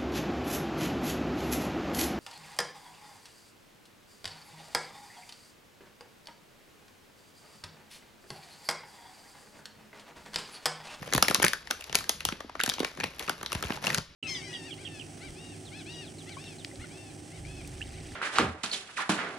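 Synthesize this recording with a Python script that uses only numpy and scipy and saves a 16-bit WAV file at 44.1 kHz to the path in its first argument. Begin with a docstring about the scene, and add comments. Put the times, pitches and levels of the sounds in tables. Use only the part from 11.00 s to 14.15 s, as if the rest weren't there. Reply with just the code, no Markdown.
"""Stiff plastic bag handled in a quiet room

Each crease that snaps is a broadband spike and a short rattle in four film bands; dispersion in the
film makes treble lead and bass trail. Many smaller snaps fill in as crackle. Air squeezed in the bag
puffs as low tones of falling pitch, and the working hands add lumpy low noise. A short decaying room
answer and steady room tone join these at a close microphone with two partly alike ports."""
import sys
import numpy as np
from scipy import signal
from scipy.fft import rfft, irfft, next_fast_len
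from scipy.io import wavfile
from scipy.ndimage import map_coordinates

SR = 44100
rng = np.random.default_rng(int(sys.argv[2]) if len(sys.argv) > 2 else 0)


def to_wav(s):
    """Save 16-bit WAV."""
    ch = np.atleast_2d(s).T  # columns
    pcm = np.round(np.clip(ch, -1, 1) * 32767)  # PCM
    wavfile.write(sys.argv[1], SR, pcm.astype(np.int16))


N = 138915  # samples

# Bands of the film: low, ring, high, top; the ring band's centre follows each crease instead.
# Columns: centre f/Hz, width over centre of each filter stage, lateness t/s, swell time t/s
FILM_BANDS = [(586, 2.86, 0.00137, 0.001046), (1920, 0.41, 0.000501, 0.00072),
              (4160, 1.33, 0.0004106, 0.000411), (9540, 2.2, 0.000722, 0.0002916)]
RING = 1  # row of the ring band

SNAP_DB = 5.5  # added to every crease
SPIKE = 0.7  # the break itself over the rattle that follows it
CREEP_DB, CREEP_S = -24, 0.003  # faint rustle as the crease loads, before it breaks
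SETTLE_DB, SETTLE_S = -5, 0.0049  # rustle as it settles
LEAD_IN = 256  # samples kept ahead of each break

CRACKLE_COUNT = 1500
CRACKLE_DB, CRACKLE_SPREAD_DB = -7.5, 2
CRACKLE_CAP = 3  # largest small snap, in spreads over the smallest
COLOUR_SPREAD_DB, CRACKLE_PITCH_SPREAD = 4.5, 0.22  # the pitch spread is in natural-log units
CLUMP_DB = 2.5

PUFF_DB = 5  # added to every puff
PUFF_CYCLES, PUFF_SAG = 0.65, 0.8  # swell time in cycles; starting pitch over its value at the peak, less 1
RUMBLE_DB, RUMBLE_LUMPS_DB = -10, 3
TRAIL_S, TRAIL_HZ = 0.0004, 1000  # approximate delay of a bend at this pitch
ROOM_DB, ROOM_DELAY_S = -11, 0.0034
AIR_DB = -54.5
CEILING = 0.88  # full scale = 1
TOP_HZ = 17000


def amp(db):
    """Level in dB to amplitude ratio."""
    return 10 ** (np.asarray(db) / 20)


def unit(x):
    """Signal normalised to a root-mean-square of 1."""
    return x / np.sqrt(np.mean(x ** 2, axis=-1, keepdims=True) + 1e-20)


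def along(points, hz):
    """Values interpolated between points on a logarithmic frequency axis."""
    f, v = np.transpose(points)
    return np.interp(np.log(hz + 1), np.log(f + 1), v)


def filtered(x, response):
    """Linear filtering: the spectrum of x times a complex response of frequency."""
    m = next_fast_len(N + SR // 2)
    return irfft(rfft(x, m) * response(np.fft.rfftfreq(m, 1 / SR)), m)[..., :N]


def swell(t, rise_s):
    """Critically damped envelope: a quick rise to 1, then an exponential fall."""
    u = np.maximum(t, 0) / np.maximum(rise_s, 1e-4)
    return u * np.exp(1 - u)


def wobble(rate):
    """Slow random modulation: a smooth curve through rate random knots a second."""
    knots = rng.standard_normal(int(N * rate / SR) + 4)
    return map_coordinates(knots, [np.arange(N) * rate / SR])


def placed(times, sounds, size=0):
    """Superposition: rows of short sounds summed at their times, each starting size samples ahead."""
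    at = np.round(times * SR).astype(int)[:, None] + np.arange(sounds.shape[1])
    return np.bincount(at.ravel(), sounds.ravel(), N + SR)[size:N + size]


def handling_db(t, order=1):
    """Common drive of the small sounds: busyness of the hands (order 1) or crackle excess (order 2)."""
    # Work of the hands: t/s, busyness relative level/dB, crackle over its usual share level/dB
    handling = [(0, -42, 0), (.12, -39, 3.5), (.17, -41, -10), (.46, -41.5, 5), (.56, -45, -5.5),
                (.85, -58, 10.5), (.97, -42, -0.5), (1.33, -49, -1.5), (1.5, -52, -8), (1.62, -44.5, -3),
                (1.87, -52.5, 11), (1.94, -46, -1), (2.05, -35.5, -6.5), (2.13, -49, 1), (2.199, -53, 15.5),
                (2.4, -43.5, -4), (2.65, -40, 4), (2.797, -37, -3.5), (2.866, -38, 11), (2.992, -35, -3.5),
                (3.03, -51, -12)]
    rows = np.transpose(handling)
    return np.interp(t, rows[0], rows[order])


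def room_tone():
    """Stationary background: noise shaped by a fixed spectrum, independent in the two views."""
    # Spectrum of the room tone: f/Hz, relative level per Hz/dB
    air = [(30, -12.5), (70, 1.5), (200, -46), (1000, -18), (5000, -20), (15000, -58)]
    return unit(filtered(rng.standard_normal((2, N)), lambda hz: amp(along(air, hz))))


def rumble():
    """Amplitude-modulated noise of the hands on the bag: low-frequency, in irregular lumps."""
    # Spectrum of the hand noise: f/Hz, relative level per Hz/dB
    hand_spectrum = [(30, -33), (60, -6), (150, 8.5), (300, -2), (600, -5)]
    spectrum = hand_spectrum + [(2000, -120)]  # fades out above the last point
    noise = unit(filtered(rng.standard_normal((2, N)), lambda hz: amp(along(spectrum, hz))))
    level_db = handling_db(np.arange(N) / SR) + RUMBLE_DB + RUMBLE_LUMPS_DB * wobble(30.97)
    return noise * amp(level_db)


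def snapping(times, ring_hz, bands_db, size):
    """Impulsive excitation of band resonances: two views share a spike but rattle independently."""
    t, f = (np.arange(size) - LEAD_IN) / SR, np.fft.rfftfreq(size, 1 / SR)
    noise = rng.standard_normal((len(times), 2, len(FILM_BANDS), size))
    total = np.zeros((len(times), 2, size))
    loading = amp(CREEP_DB) * np.exp(t / CREEP_S) * (1 - t / t[0])
    settling = amp(SETTLE_DB) * np.exp(-t / SETTLE_S) * (1 - t / t[-1])
    rustle = np.where(t < 0, loading, settling)
    for k, (hz, width, late_s, rise_s) in enumerate(FILM_BANDS):
        centre = ring_hz[:, None, None] if k == RING else hz
        damping = 1j * f * centre * width
        band = (damping / (centre ** 2 - f ** 2 + damping)) ** 2  # two equal resonators in series
        shape = swell(t - late_s, rise_s)
        sign = np.sign(noise[:, :1, k, :1])
        # a unit impulse at the peak of the swell, scaled against the rattle
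        impulse = np.exp(-2j * np.pi * f * (late_s + rise_s - t[0]))
        spike = SPIKE * np.linalg.norm(shape) * impulse * sign
        rattle = rfft(noise[:, :, k] * (shape + rustle))
        burst = unit(irfft((rattle + spike) * band, size)) * np.sqrt(np.mean(shape ** 2))
        total += burst * amp(bands_db[:, k, None, None])
    return np.array([placed(times, total[:, view], size=LEAD_IN) for view in (0, 1)])


def crackle():
    """Random superposition of small snaps of scattered pitch and colour; level clumps and tracks the hands."""
    # Usual share of each film band in the crackle, in band order: relative level/dB
    crackle_bands_db = [-5.5, -6.5, -5, -3.5]
    times = rng.uniform(0, N / SR, CRACKLE_COUNT)
    clump_db = CLUMP_DB * wobble(40)[(times * SR).astype(int)]
    spreads = np.minimum(rng.exponential(size=CRACKLE_COUNT), CRACKLE_CAP)
    size_db = handling_db(times) + clump_db + CRACKLE_DB + CRACKLE_SPREAD_DB * spreads
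    scatter = rng.standard_normal((CRACKLE_COUNT, len(FILM_BANDS)))
    colour_db = COLOUR_SPREAD_DB * scatter + crackle_bands_db
    colour_db = colour_db + handling_db(times, order=2)[:, None]
    ring_hz = FILM_BANDS[RING][0] * np.exp(CRACKLE_PITCH_SPREAD * rng.standard_normal(CRACKLE_COUNT))
    return snapping(times, ring_hz, size_db[:, None] + colour_db, size=640)


def puffs():
    """Air displacement as a panel of the bag flips: a damped low oscillation of falling pitch."""
    # Puffs of air: onset t/s, relative level/dB, pitch at the peak f/Hz
    puff_rows = [(0.018, -36.5, 165), (0.151, -27, 208), (0.172, -29.5, 133), (0.228, -31, 300),
                 (0.285, -47, 280), (0.302, -26.5, 274), (0.385, -35.5, 200), (0.441, -23.5, 227),
                 (0.953, -35.5, 270), (1.264, -39.5, 116), (1.286, -40, 166), (1.325, -33.5, 328),
                 (1.446, -38, 397), (1.633, -45, 278), (1.679, -35, 231), (1.805, -24, 438),
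                 (1.83, -28.5, 520), (1.986, -37, 330), (2.28, -42.5, 250), (2.296, -41.5, 304),
                 (2.552, -31, 161), (2.648, -35, 128), (2.704, -29.5, 270), (2.874, -33, 270),
                 (2.98, -31.5, 160)]
    s, db, hz = np.array(puff_rows, float).T[:, :, None]
    cycles = hz * np.arange(4096) / SR
    # integral of a pitch that falls hyperbolically and passes hz at the peak of the swell
    stretch = np.log(1 + PUFF_SAG * cycles / PUFF_CYCLES)
    phase = (1 + PUFF_SAG) * PUFF_CYCLES / PUFF_SAG * stretch
    start = rng.uniform(size=(2, *s.shape))  # each view has its own phase
    push = np.sin(2 * np.pi * (phase + start)) * swell(cycles, PUFF_CYCLES) * amp(db + PUFF_DB)
    return np.array([placed(s[:, 0], view) for view in push])


def creases():
    """Impulsive snapping of the film: each loud snap excites its own mix of the bands."""
    # Loud snaps: t/s, ring pitch f/Hz, then relative level/dB of the low, ring, high and top bands
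    snaps = [(0.0265, 1800, -39.5, -40, -67, -44), (0.0758, 2500, -38.5, -47, -65, -45),
             (0.1246, 1770, -30.5, -30, -29.5, -47), (0.135, 970, -25.5, -30, -21, -15.5),
             (0.1486, 2800, -23.5, -35, -43, -17), (0.1617, 2000, -40, -39, -25, -42),
             (0.178, 1750, -21.5, -28, -48, -18), (0.225, 1274, -21.5, -16.5, -11, -10.5),
             (0.246, 2420, -39, -29, -46, -46), (0.2823, 1930, -27, -19.5, -19, -19.5),
             (0.2982, 2860, -43, -31, -75, -24), (0.3095, 1320, -27, -24, -27.5, -23),
             (0.3456, 2800, -33.5, -25, -13.5, -13), (0.3524, 1340, -37, -24, -29, -41),
             (0.3595, 1610, -38, -44, -29, -38), (0.3978, 1260, -26, -44, -30.5, -40),
             (0.419, 3020, -30, -30, -37, -50), (0.424, 1630, -26, -25.5, -41, -18),
             (0.4284, 1810, -35, -19, -28, -14.5), (0.4409, 2750, -17, -26, -22, -33),
             (0.447, 2280, -26.5, -22.5, -27, -11), (0.464, 1820, -54, -21.5, -24, -25),
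             (0.4812, 2310, -50, -29, -18.5, -21), (0.5326, 1650, -36.5, -22, -23, -23),
             (0.672, 1850, -46, -41, -40, -64), (0.704, 1200, -35, -41, -38, -48),
             (0.7091, 1440, -29, -26.5, -20, -21), (0.8088, 2660, -49, -39.5, -44, -34.5),
             (0.822, 2620, -74, -41.5, -51, -50), (0.8408, 2930, -57, -45, -35, -45),
             (0.8954, 2780, -40.5, -38, -39, -64), (0.927, 3150, -35.5, -37, -30.5, -60),
             (0.9464, 1960, -28, -30.5, -24, -33), (0.9533, 2320, -28, -25, -17, -11),
             (0.987, 2110, -43, -38, -34, -25.5), (1.0063, 1060, -48, -37, -37, -54),
             (1.041, 1700, -53, -39, -37, -55), (1.0932, 3140, -27.5, -32.5, -19, -13),
             (1.2049, 2280, -43.5, -34, -35.5, -38), (1.2511, 2500, -31, -30.5, -19.5, -14.5),
             (1.2872, 1194, -37, -27, -26.5, -52), (1.3226, 2600, -35, -33.5, -46, -44),
             (1.4046, 1210, -35.5, -37, -39, -65), (1.4945, 1010, -42.5, -39, -84, -51),
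             (1.5519, 980, -34.5, -38.5, -67, -63), (1.594, 2200, -40, -30.5, -50, -46),
             (1.6005, 1640, -41, -20.5, -29, -53), (1.611, 3100, -64, -27, -52, -30),
             (1.6354, 2780, -30.5, -25, -37, -15.5), (1.661, 1540, -38.5, -29.5, -27, -25),
             (1.676, 1920, -33, -33.5, -30, -46), (1.6914, 3000, -35, -31, -29, -20.5),
             (1.697, 3060, -37.5, -43, -18, -40), (1.7169, 1650, -37.5, -33.5, -50, -50),
             (1.7377, 3170, -42.5, -31.5, -26.5, -35), (1.7816, 2480, -35, -39, -50, -57),
             (1.7938, 3130, -60, -51, -30.5, -54), (1.8018, 1510, -27, -56, -29, -30),
             (1.8307, 965, -32.5, -38, -51, -48), (1.8463, 2380, -28.5, -27.5, -25, -42),
             (1.973, 1130, -39.5, -41, -44, -60), (2.0004, 1920, -34, -32, -31, -51),
             (2.007, 1940, -40, -30, -36.5, -49), (2.034, 2420, -32.5, -28, -62, -50),
             (2.039, 2250, -28, -26.5, -26.5, -31), (2.1942, 2730, -73, -34.5, -36, -27),
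             (2.2775, 2410, -39.5, -32.5, -39, -50), (2.2831, 1300, -35, -31, -43, -54),
             (2.2946, 1520, -25, -29.5, -24, -25), (2.411, 2820, -38, -44, -48, -52),
             (2.4294, 1930, -34.5, -40, -41, -30), (2.448, 1310, -45, -61, -57, -60),
             (2.461, 3540, -39.5, -30.5, -31, -56), (2.519, 1150, -40, -30.5, -28, -46),
             (2.5285, 2470, -35, -30.5, -34, -23.5), (2.5491, 2480, -31, -33, -35, -32.5),
             (2.6252, 1390, -33.5, -30.5, -31, -29), (2.6371, 2850, -37, -33, -52, -47),
             (2.6695, 2320, -44, -38, -57, -51), (2.696, 1120, -38, -36, -52, -55),
             (2.7033, 1100, -28.5, -29, -45, -48), (2.721, 2770, -37, -33, -37, -56),
             (2.764, 1890, -58, -66, -39, -63), (2.7719, 910, -39, -34.5, -56, -63),
             (2.8408, 1990, -32, -33, -29.5, -57), (2.8685, 2740, -36, -22.5, -24.5, -24.5),
             (2.9017, 1750, -41, -22.5, -29, -59), (2.846, 1900, -34.5, -35, -48, -54),
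             (2.9453, 1510, -57, -26.5, -19.5, -20.5), (2.9757, 1770, -34, -42, -30, -40),
             (2.982, 1100, -33.5, -32, -24, -52)]
    rows = np.array(snaps)
    return snapping(rows[:, 0], rows[:, 1], rows[:, 2:] + SNAP_DB, size=1024)


def film(x):
    """Bending-wave dispersion: low bends travel slower, so every snap ends in a falling chirp."""
    def trail(hz):
        # all-pass whose delay goes as 1 / (pitch + 100 Hz)
        return np.exp(-2j * np.pi * TRAIL_S * TRAIL_HZ * np.log(1 + hz / 100))
    return filtered(x, trail)


def room(x, count=16):
    """Frequency-dependent reverberation: fresh random tails for each equal stretch of time mix both views."""
    # Decay of the room: f/Hz, 60 dB decay time t/s, relative level/dB
    room_rows = [(200, 0.13, 3), (970, 0.21, -1), (4360, 0.29, -1), (12000, 0.27, -5.5)]
    decay, level = np.array(room_rows)[:, :2], np.array(room_rows)[:, ::2]
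    wet = np.zeros_like(x)
    for part in np.array_split(np.arange(N), count):
        hz, t, z = signal.stft(rng.standard_normal((2, 2, SR // 2)), SR, nperseg=256)
        fall_db = along(level, hz)[:, None] - 60 * t / along(decay, hz)[:, None]
        tail = signal.istft(z * amp(fall_db), SR, nperseg=256)[1]
        delay = round(ROOM_DELAY_S * SR)
        tail = np.pad(tail / np.linalg.norm(tail[0]), ((0, 0), (0, 0), (delay, 0)))
        answer = signal.fftconvolve(x[None, :, part], tail, axes=2).sum(axis=1)[:, :N - part[0]]
        wet[:, part[0]:part[0] + answer.shape[1]] += answer
    return wet


def ports(views):
    """Partial coherence: two close ports share one view and hear the other in opposite sign."""
    # Likeness of the ports for independent views: f/Hz, correlation
    alike = [(60, 0.99), (300, 0.88), (700, 0.61), (5500, 0.7), (7500, 0.95), (16000, 0.98)]
    # Phase by which the left port leads: f/Hz, phase/rad
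    lead = [(0, 0), (1000, .3), (2700, 1), (4100, .3), (5200, .8), (8100, -3.14), (11400, -6.2),
            (15000, -9.42), (17000, -10)]
    # Left port over right: f/Hz, level/dB
    tilt = [(60, -1), (250, -2), (500, -0.5), (2500, 1.5), (5500, 3), (8000, 0)]

    def shares(hz):
        turn = np.arccos(np.clip(along(alike, hz), 0, 1)) / 2
        return [np.cos(turn), np.sin(turn)]

    def left_right(hz):
        # half the difference goes to each port
        half = amp(along(tilt, hz) / 2) * np.exp(0.5j * np.interp(hz, *np.transpose(lead)))
        return [half, 1 / half]

    mid, side = filtered(views, shares)
    return filtered(np.array([mid + side, mid - side]), left_right)


def scene():
    """Superposition of the bag, its room answer and the room tone at the two ports."""
    bag = film(creases() + crackle()) + puffs() + rumble()
    air = room_tone()
    return ports(bag + amp(ROOM_DB) * room(bag) + amp(AIR_DB) * air)


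def record(dry):
    """Transducer response: microphone colour, soft saturation, then the band limit."""
    # Colour of the microphone: f/Hz, level/dB
    mic = [(30, -1), (70, -1), (1000, -1.5), (6000, -1.5), (11000, -2), (13500, -9), (15500, -5.5),
           (16500, -24)]
    x = filtered(dry, lambda hz: amp(along(mic, hz)))
    limited = x / (1 + np.abs(x / CEILING) ** 6) ** (1 / 6)
    return filtered(limited, lambda hz: hz < TOP_HZ)


dry = scene()
out = record(dry)
to_wav(out)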